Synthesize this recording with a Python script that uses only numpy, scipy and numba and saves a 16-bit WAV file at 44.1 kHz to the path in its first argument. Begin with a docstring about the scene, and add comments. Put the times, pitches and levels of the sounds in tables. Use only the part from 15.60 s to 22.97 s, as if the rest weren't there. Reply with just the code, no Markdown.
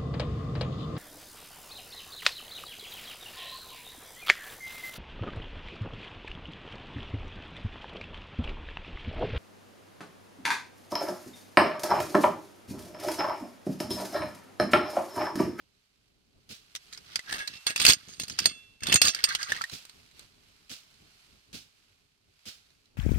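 """A light wind (low, lumpy noise) and a rustle (fine hiss) last throughout on an open slope. A little way off a tool
bites into loose soil near the start: a swell of crunching noise over a thud. Then a hand works a small steel trowel
through dry gravel for about three seconds: stones knock as short cracks, grit scrapes as crackling noise, and the
blade's modes ring, longest when it leaves the ground. From about four seconds the farther bites come about once a
second, with a few faint knocks. Two ports hear it, each with its own colour and echoes, the right one later."""
import sys
import numpy as np
from scipy import signal
from scipy.fft import rfft, irfft, next_fast_len
from scipy.io import wavfile
from numba import njit

SR = 44100
rng = np.random.default_rng(int(sys.argv[2]) if len(sys.argv) > 2 else 0)


def pcm_store(signal):
    """Save signal as 16-bit PCM."""
    levels = np.round(np.clip(np.atleast_2d(signal), -1, 1) * 32767)
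    wavfile.write(sys.argv[1], SR, levels.astype(np.int16).T)


N = 325061
PAD = next_fast_len(N)
TIME = np.arange(N) / SR
HZ = np.maximum(np.fft.rfftfreq(N, 1 / SR), 1)

# how much of a noise both ports share: pitch_hz, share (0 to 1)
LIKENESS = [(60, .9), (300, 0.27), (1000, 0.27), (4000, 0.18), (16000, 0.077)]
# knocks of stone and steel: start_s, peak_db, centre_hz, blade_ring_db
KNOCKS = [(1.151, -22.5, 3640, -12.5), (1.16, -25.5, 5450, -44), (1.3265, -32.5, 3960, -19),
          (1.347, -36.5, 3930, -23), (1.3745, -32, 5000, -32), (1.557, -12, 4603, -22),
          (1.592, -25, 1990, -4.5), (1.695, -29.5, 1700, -1), (1.709, -26.5, 1790, -12),
          (1.725, -19.5, 1740, -11), (1.7563, -31.5, 1830, 2), (1.79, -27.5, 2680, -20.5),
          (1.8748, -21, 4150, -32.5), (2.0671, -9.5, 4400, -14), (2.0987, -18.5, 2620, -13),
          (2.1602, -13.5, 2620, -11.5), (2.177, -21.5, 4900, -13.5), (2.1991, -11, 2580, -20.5),
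          (2.2506, -0.5, 2710, -13.5), (2.2643, -0.5, 4600, -21.5), (2.279, -5.5, 4550, -21.5),
          (2.288, -3.5, 4550, -21), (2.2972, -4, 3540, -19.5), (2.304, -5, 4596, -20),
          (2.333, -9, 4770, -16.5), (2.4843, -36, 6400, -27), (2.5981, -26, 4340, 0),
          (2.6345, -22.5, 4350, -16), (2.681, -29.5, 4720, -10), (2.6971, -20, 5250, -21.5),
          (2.7882, -11, 4800, -23.5), (2.7996, -26.5, 5140, -12.5), (2.825, -33.5, 4590, -22),
          (2.8564, -5.5, 4440, -9.5), (3.2054, -39.5, 2240, -11), (3.234, -21, 5200, -10.5),
          (3.2689, -17.5, 3570, -12.5), (3.3247, -7.5, 2900, -25), (3.3417, -10, 6500, -2.5),
          (3.3569, -0.5, 6520, -23.5), (3.4163, -3, 4630, -10.5), (3.4715, -9, 4710, -16.5),
          (3.547, -14.5, 4770, -23), (3.6397, -6, 4710, -14.5), (3.689, -19.5, 4430, -18),
          (3.7492, -10, 3090, -19), (3.8288, -18, 4620, -19.5), (3.8846, -36, 1830, -23),
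          (3.92, -12.5, 1764, -3.5), (3.964, -24, 1870, -19.5), (4.011, -20, 1345, -5.5),
          (4.0165, -21.5, 4400, -28.5), (4.0387, -19, 1870, -25), (4.0967, -31, 4180, -27),
          (4.252, -40.5, 4100, -2), (4.2953, -38, 4150, -7), (4.512, -47, 4000, -35),
          (4.555, -52, 4000, -28), (4.594, -37.5, 3960, -5.5), (5.34, -52, 4000, -30),
          (7.103, -51, 3970, -30), (7.256, -52, 3990, -30.5)]
# strokes of the blade through gravel, one list per stroke, pressure heard as grit: time_s, grit_db
STROKES = [
    [(1.29, -90), (1.33, -45.5), (1.39, -62), (1.405, -104)],
    [(1.46, -61), (1.54, -43.5), (1.585, -53.5), (1.62, -68)],
    [(1.66, -51), (1.72, -32.5), (1.8, -40), (1.86, -56.5)],
    [(1.91, -44.5), (1.97, -42.5), (2.03, -90)],
    [(2.075, -32), (2.11, -33), (2.135, -52.5)],
    [(2.15, -53.5), (2.19, -37), (2.215, -24.5), (2.245, -27), (2.29, -18), (2.32, -20.5), (2.36, -52.5),
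     (2.47, -63)],
    [(2.49, -48.5), (2.53, -47), (2.58, -60), (2.62, -39.5), (2.66, -57.5), (2.71, -46)],
    [(2.75, -51.5), (2.81, -43), (2.845, -34.5), (2.89, -40.5), (2.96, -61.5), (3.0, -66.5)],
    [(3.225, -48), (3.26, -43.5), (3.3, -35), (3.33, -33.5), (3.365, -30), (3.385, -55.5)],
    [(3.41, -43), (3.44, -21), (3.49, -25), (3.52, -45.5)],
    [(3.54, -44), (3.58, -38.5), (3.62, -45)],
    [(3.67, -47), (3.72, -33), (3.77, -58), (3.81, -37), (3.87, -52)],
    [(3.9, -32.5), (3.95, -37.5), (3.99, -41.5), (4.03, -59), (4.09, -79)],
]


def from_db(db):
    """Turn decibels into a plain multiplier."""
    return 10 ** (np.asarray(db) / 20)


def rms_one(x):
    """Scale to an average strength (rms) of 1."""
    return x / np.sqrt(np.mean(x ** 2) + 1e-20)


def in_time(rows):
    """Draw straight lines through the rows, one curve for each column after the time."""
    s, *columns = np.transpose(rows)
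    return [np.interp(TIME, s, c) for c in columns]


def at_hz(points):
    """Read a table at every frequency, in straight lines over octaves."""
    hz, values = np.transpose(points)
    return np.interp(np.log(HZ), np.log(hz), values)


def coloured(x, spectrum):
    """Shape by a spectrum with the least delay (phase from the cepstrum), so nothing sounds early; rms 1."""
    cepstrum = irfft(np.log(from_db(at_hz(spectrum))), N)
    cepstrum[1:N // 2] *= 2
    cepstrum[N // 2 + 1:] = 0
    return rms_one(irfft(rfft(x) * np.exp(rfft(cepstrum)), N))


def drift(rate_hz):
    """Slow chance wandering, spread 1, made at one point in 40 samples."""
    r = np.exp(-80 * np.pi * rate_hz / SR)
    noise = rng.standard_normal(N // 40 + 2002)
    slow = signal.lfilter([1], [1, -2 * r, r * r], noise)[2000:]
    return np.interp(np.arange(N) / 40, np.arange(len(slow)), rms_one(slow))


def pair(likeness, grain=1):
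    """Noise for two ports, alike by frequency, both under the same grain."""
    mid, side = rfft(rng.standard_normal((2, N)) * grain, PAD)
    hz, share = np.transpose(likeness)
    alike = np.interp(np.log(np.fft.rfftfreq(PAD, 1 / SR) + 1), np.log(hz), np.clip(share, 0, 1))
    both = np.sqrt(1 + alike) * mid + np.sqrt(1 - alike) * side * [[1], [-1]]
    return irfft(both, PAD)[:, :N] / np.sqrt(2)


def grains(per_s, spread_db, t60):
    """Envelope of random little contacts of very uneven size, each falling 60 dB in t60 seconds; rms 1."""
    sizes = from_db(spread_db * np.minimum(rng.exponential(1, N), 4))
    contacts = sizes * (rng.random(N) < per_s / SR)
    return rms_one(signal.lfilter([1], [1, -from_db(-60 / (t60 * SR))], contacts))


def band(x, low_hz, high_hz):
    """Keep the sound between two pitches."""
    edges = [low_hz, min(high_hz, .45 * SR)]
    return signal.sosfilt(signal.butter(2, edges, "band", fs=SR, output="sos"), x)


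def wind():
    """Low noise on the ports, made lumpy by two slow drifts of its level."""
    # colour of the wind: pitch_hz, level_db
    wind_colour = [(12, -29), (20, -8.5), (85, -4), (124, -6.5), (255, -9.5), (380, -14.5), (416, -8),
                   (464, -19), (507, -18), (1500, -33), (1950, -60), (3300, -120)]
    # how much of the wind both ports share: pitch_hz, share (0 to 1)
    wind_likeness = [(60, 1), (250, 0.11), (700, .2)]
    level_db = -69.5 + 1.8 * drift(1.6) + 4.2 * drift(3.9)
    return from_db(level_db) * coloured(pair(wind_likeness), wind_colour)


def rustle():
    """Soil trickles and dry stalks rustle: a fine, slightly grainy hiss."""
    # loudness of the hiss: time_s, level_db
    rustle_levels = [(0, -71.5), (.7, -74), (1.25, -59.5), (2.0, -54.5), (3.0, -62), (3.2, -69.5),
                     (4.0, -50.5), (4.35, -60.5), (4.53, -64.5), (4.6, -55.5), (4.7, -65), (5.0, -65),
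                     (5.3, -63), (5.65, -62), (5.85, -67.5), (6.3, -67.5), (6.6, -74.5), (6.9, -64),
                     (7.37, -73)]
    # colour of the hiss: pitch_hz, level_db
    stalk_colour = [(350, -36), (600, -11.5), (957, -10.5), (1280, -4.5), (1660, -6), (2720, -3),
                    (3780, -5.5), (4280, -3), (5560, -8), (13200, -18.5), (16000, -27.5)]
    level_db = in_time(rustle_levels)[0] + 0.33 * drift(5)
    grain = 3.0 + grains(per_s=660, spread_db=3.0, t60=.01)
    return from_db(level_db) * coloured(pair(LIKENESS, grain), stalk_colour)


def bites():
    """The farther tool: a quick swell of crunching gravel that trickles away, over a low thud."""
    # bites into the soil: start_s, crunch_db, thud_db
    bite_rows = [(0.891, -44, -49.5), (4.114, -40.5, -43.5), (5.095, -40.5, -49.5), (5.929, -42.5, -45),
                 (6.855, -41.5, -49.5)]
    # colour of the crunch: pitch_hz, level_db
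    crunch_colour = [(290, -73), (500, -8), (595, -13), (1000, -17.5), (1320, -6.5), (2010, -7), (2570, -2),
                     (3700, -0.5), (5160, -1), (12500, -16), (16000, -17.5)]
    rise_s, trickle_t60_s = 0.023, 0.31
    crunch, thud = np.zeros(N), np.zeros(N)
    for start_s, crunch_db, thud_db in bite_rows:
        since = np.maximum(TIME - start_s, 0)
        after_rise = np.maximum(since - rise_s, 0)
        rise = np.minimum(since / rise_s, 1)
        tick = 0.61 * from_db(-60 * since / 0.056)
        swell = (TIME > start_s) * (rise + tick)
        crunch += swell * from_db(crunch_db - 60 * after_rise / trickle_t60_s)
        thud += rise * from_db(thud_db - 60 * after_rise / 0.1)
    grain = 4.0 + grains(per_s=360, spread_db=3.0, t60=0.0066)
    gravel = coloured(pair(LIKENESS, grain), crunch_colour)
    return crunch * gravel + thud * rms_one(band(pair(LIKENESS), 82, 306))


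def pebbles():
    """Small stones roll and tap: uneven contacts into a handful of short, low notes."""
    out = 0
    r = from_db(-60 / (0.049 * SR))     # each note falls 60 dB in 49 ms
    for hz in np.geomspace(1200, 2150, 7):
        taps = pair(LIKENESS, 0.11 + grains(per_s=70, spread_db=1.5, t60=.004))
        out = out + signal.lfilter([1, 0, -1], [1, -2 * r * np.cos(2 * np.pi * hz / SR), r * r], taps)
    return rms_one(band(out, 800, 3000))


def hardness(hz):
    """Treble of a knock against its centre, in dB: low knocks are dull ones."""
    hard_db, dull_below_hz, dull_db_per_octave = -12, 2670, 31.5
    return hard_db + dull_db_per_octave * np.minimum(np.log2(hz / dull_below_hz), 0)


def knocks():
    """Each knock is a short crack: a note at its centre pitch, a skirt that brightens with hardness, a thud."""
    tick_t60_s, crack_t60_s, crack_db = 0.0051, 0.047, -7     # a sharp tick, then a weaker crack
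    out, t, noise = np.zeros((2, N)), TIME[:int(.1 * SR)], pair(LIKENESS)
    rise = np.minimum(t / 0.00087, 1)
    fall = rise * (from_db(-60 * t / tick_t60_s) + from_db(crack_db - 60 * t / crack_t60_s))
    for start_s, peak_db, hz, _ in KNOCKS:
        at, hard_db = round(start_s * SR), hardness(hz)
        grit = noise[:, at:at + len(t)]
        note = 1.1 * band(grit * fall, hz / 1.09, hz * 1.09)
        note = note + from_db(-.4 * hard_db - 22.5) * fall * np.sin(2 * np.pi * hz * t)
        skirt = from_db(0.54 * hard_db + 2.5) * band(grit * fall, 1400, 6700)
        skirt = skirt + from_db(hard_db) * band(grit * fall ** 2.8, 3700, 13000)
        thud = band(grit * rise * from_db(-60 * t / 0.017), 140, 340)
        crack = note + skirt
        out[:, at:at + len(t)] += from_db(peak_db) * (crack / np.abs(crack).max() + from_db(-16.5) * thud)
    return out


@njit
def ring(force, turn, damping):
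    """One mode as a turning arrow that shrinks by its own loss and by whatever touches the blade."""
    out, z = np.zeros(len(force), np.complex128), 0j
    for i in range(len(force)):
        z = z * turn * damping[i] + force[i]
        out[i] = z
    return out


def blade(grit, pressure, drag_db, drag_hz, held_t60):
    """Knocks and dragging grit drive the steel, mostly near their own pitch; hard knocks wake far modes too."""
    # ways the blade can ring (modes): pitch_hz, t60_s (time to fall 60 dB by its own loss)
    blade_modes = [(635, .3), (1285, .2), (1655, .5), (1865, .1), (2170, .12), (2695, .9), (3050, .15),
                   (3294, .1), (3465, .6), (4254, .15), (4650, .11), (4868, .08), (5630, .3), (6450, .22),
                   (6855, .2), (8125, .17), (8590, .22), (9055, .08), (9830, .14), (10625, .14),
                   (11920, .09), (13240, .08), (13750, .1), (15370, .06)]
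    # how strongly each mode sounds, in the same order: level_db
    mode_levels = [-18.5, -24.5, -15.5, -7.5, -14, -7.5, -13, -14, -6.5, -5.5, -2.5, -9, -11, 2, -6, -2.5,
                   -0.5, -2, -4, -16.5, -4.5, -10, -20.5, -22.5]
    # the blade clears the soil and rings free: start_s, end_s, t60_s that the palm allows
    free_times = [(1.792, 2.06, 0.46), (2.887, 3.231, 8.5), (3.353, 3.413, 0.23)]
    start_s, peak_db, centre_hz, ring_db = np.transpose(KNOCKS)
    at = np.round(start_s * SR).astype(int)
    luck_db = rng.normal(0, 3, (len(at), len(blade_modes)))
    for start, end, free_t60 in free_times:
        held_t60 = np.where((TIME > start) & (TIME < end), free_t60, held_t60)
    damping = from_db(-60 / (np.maximum(held_t60, .01) * SR))
    drag = grit * from_db(drag_db - 12.5)
    # each mode reaches each port in its own phase
    facing = np.exp(1j * rng.normal(0, .4, (len(blade_modes), 2, 1)))
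    out = 0
    for k, (hz, t60) in enumerate(blade_modes):
        near_db = np.maximum(-20.0 * np.abs(np.log2(hz / drag_hz)), -14.5 + 15 * pressure)
        force = drag * from_db(near_db + 3 * drift(15))
        reach_db = np.maximum(-11 * np.abs(np.log2(hz / centre_hz)), hardness(centre_hz) + 5.3)
        force[at] += from_db(peak_db + ring_db + reach_db + luck_db[:, k])
        turn = np.exp(2j * np.pi * hz / SR) * from_db(-60 / (t60 * SR))
        out = out + from_db(mode_levels[k]) * (facing[k] * ring(force, turn, damping)).imag
    return out


def stirred():
    """What the stroke last begun stirs, at every moment."""
    # one row per stroke: pebbles_db and rumble_db (rolling stones and soil at reference pressure), drag_db (share
    # of grit dragging on the steel), drag_hz (pitch region it wakes), held_t60_s (ring that soil and palm allow)
    stir_rows = [(-47, -61, -9, 5650, 0.033), (-49.5, -62, -13.5, 3400, 0.024),
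                 (-49.5, -64.5, 2, 1490, 0.029), (-56, -59.5, -18, 2300, .1),
                 (-49.5, -62, -6.5, 1800, 0.18), (-49, -52, -13, 3900, .09),
                 (-54.5, -48, -12.5, 6000, 0.074), (-51, -47, -12, 3680, 0.11),
                 (-42.5, -39, 1.5, 2780, 0.056), (-48.5, -58.5, -13, 5500, 0.14),
                 (-47.5, -73, -8, 1650, 0.21), (-38.5, -75, -13.5, 5000, 0.099),
                 (-46, -56.5, -5.5, 1900, .022)]
    starts = [rows[0][0] - .015 for rows in STROKES]
    return np.transpose(stir_rows)[:, np.maximum(np.searchsorted(starts, TIME) - 1, 0)]


def strokes_only():
    """1 while the blade works, 0 in the pauses, with 8 ms slopes."""
    join_s = .055   # strokes closer than this run into each other
    working = np.ones(N)
    ends = [-1] + [rows[-1][0] for rows in STROKES]
    starts = [rows[0][0] for rows in STROKES] + [9]
    for end, start in zip(ends, starts):
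        if start - end > join_s:
            working *= np.interp(TIME, [end, end + .008, start - .008, start], [1, 0, 0, 1])
    return working


def digging():
    """Grit crackles under each stroke, part of it through the blade; pebbles roll, the soil rumbles."""
    # colour of the grit: pitch_hz, level_db
    grit_colour = [(900, -37.5), (1800, -21), (2600, -7.5), (4500, -5), (7000, -5), (11000, -27.5),
                   (16000, -29)]
    grit_db, = in_time(np.vstack(STROKES))
    pebble_db, rumble_db, *steel = stirred()
    over_reference_db = grit_db + 40
    pebble_db = pebble_db + .8 * over_reference_db      # each follows a share of the pressure's swing
    rumble_db = rumble_db + 0.7 * over_reference_db
    working = strokes_only()
    grain = .45 + grains(per_s=400, spread_db=3.8, t60=.007)
    pressure = 0.076 * (grit_db + 26.5)     # a light touch is duller
    grit = coloured(pair(LIKENESS, grain), grit_colour)
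    treble = from_db(2.0 * pressure) * band(grit, 7000, 18000)
    grit = from_db(grit_db) * (band(grit, 1400, 6300) + treble)
    soil = pair(LIKENESS, .5 + grains(per_s=40, spread_db=1.0, t60=0.01))
    rumble = from_db(rumble_db) * rms_one(band(soil, 70, 280))
    drag = from_db(grit_db) * working * grain * rng.standard_normal(N)
    stones = working * (grit + rumble + from_db(pebble_db) * pebbles()) + knocks()
    return stones, blade(drag, pressure, *steel)


def delay(ms):
    """A wait in time, as a turn of phase at each frequency."""
    return np.exp(-2j * np.pi * HZ * ms / 1000)


def ports(x, lag_ms, corner_hz):
    """Each port's colour; above a corner the sound bends round the body, lags at the right and gains echoes."""
    # colour of left against right: pitch_hz, left_minus_right_db
    port_tilt = [(60, 4), (110, -1.5), (200, -1.5), (380, -3), (700, 1.5), (1290, -1), (2380, -1.5),
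                 (4400, -10), (8120, 1), (15000, 4.5)]
    # echoes off the ground and rocks, one list per port: delay_ms, level_db
    port_echoes = [
        [(.35, -14), (1.3, -16)],
        [(.8, -27.5), (1.9, -31.5)],
    ]
    treble = HZ ** 2 / (HZ ** 2 + corner_hz ** 2)
    paths = np.array([1 + treble * sum(from_db(db) * delay(ms) for ms, db in side) for side in port_echoes])
    paths[1] *= delay(lag_ms * treble)
    colour = from_db(at_hz(port_tilt) * [[.5], [-.5]])
    return irfft(rfft(x) * paths * colour, N)


def scene():
    """Trowel close by, farther tool and rustle, and the wind straight on the ports."""
    stones, steel = digging()
    near = ports(stones, lag_ms=0.64, corner_hz=892) + ports(steel, lag_ms=0.381, corner_hz=287)
    far = ports(bites() + rustle(), lag_ms=.28, corner_hz=150)
    return near + far + wind()


def record(dry):
    """The highest peaks are rounded, the top is cut."""
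    cutoff_hz = 16600
    rounded = .9 * np.tanh(dry / .9)
    return signal.sosfilt(signal.cheby2(16, 70, cutoff_hz, fs=SR, output="sos"), rounded)


dry = scene()
out = record(dry)
pcm_store(out)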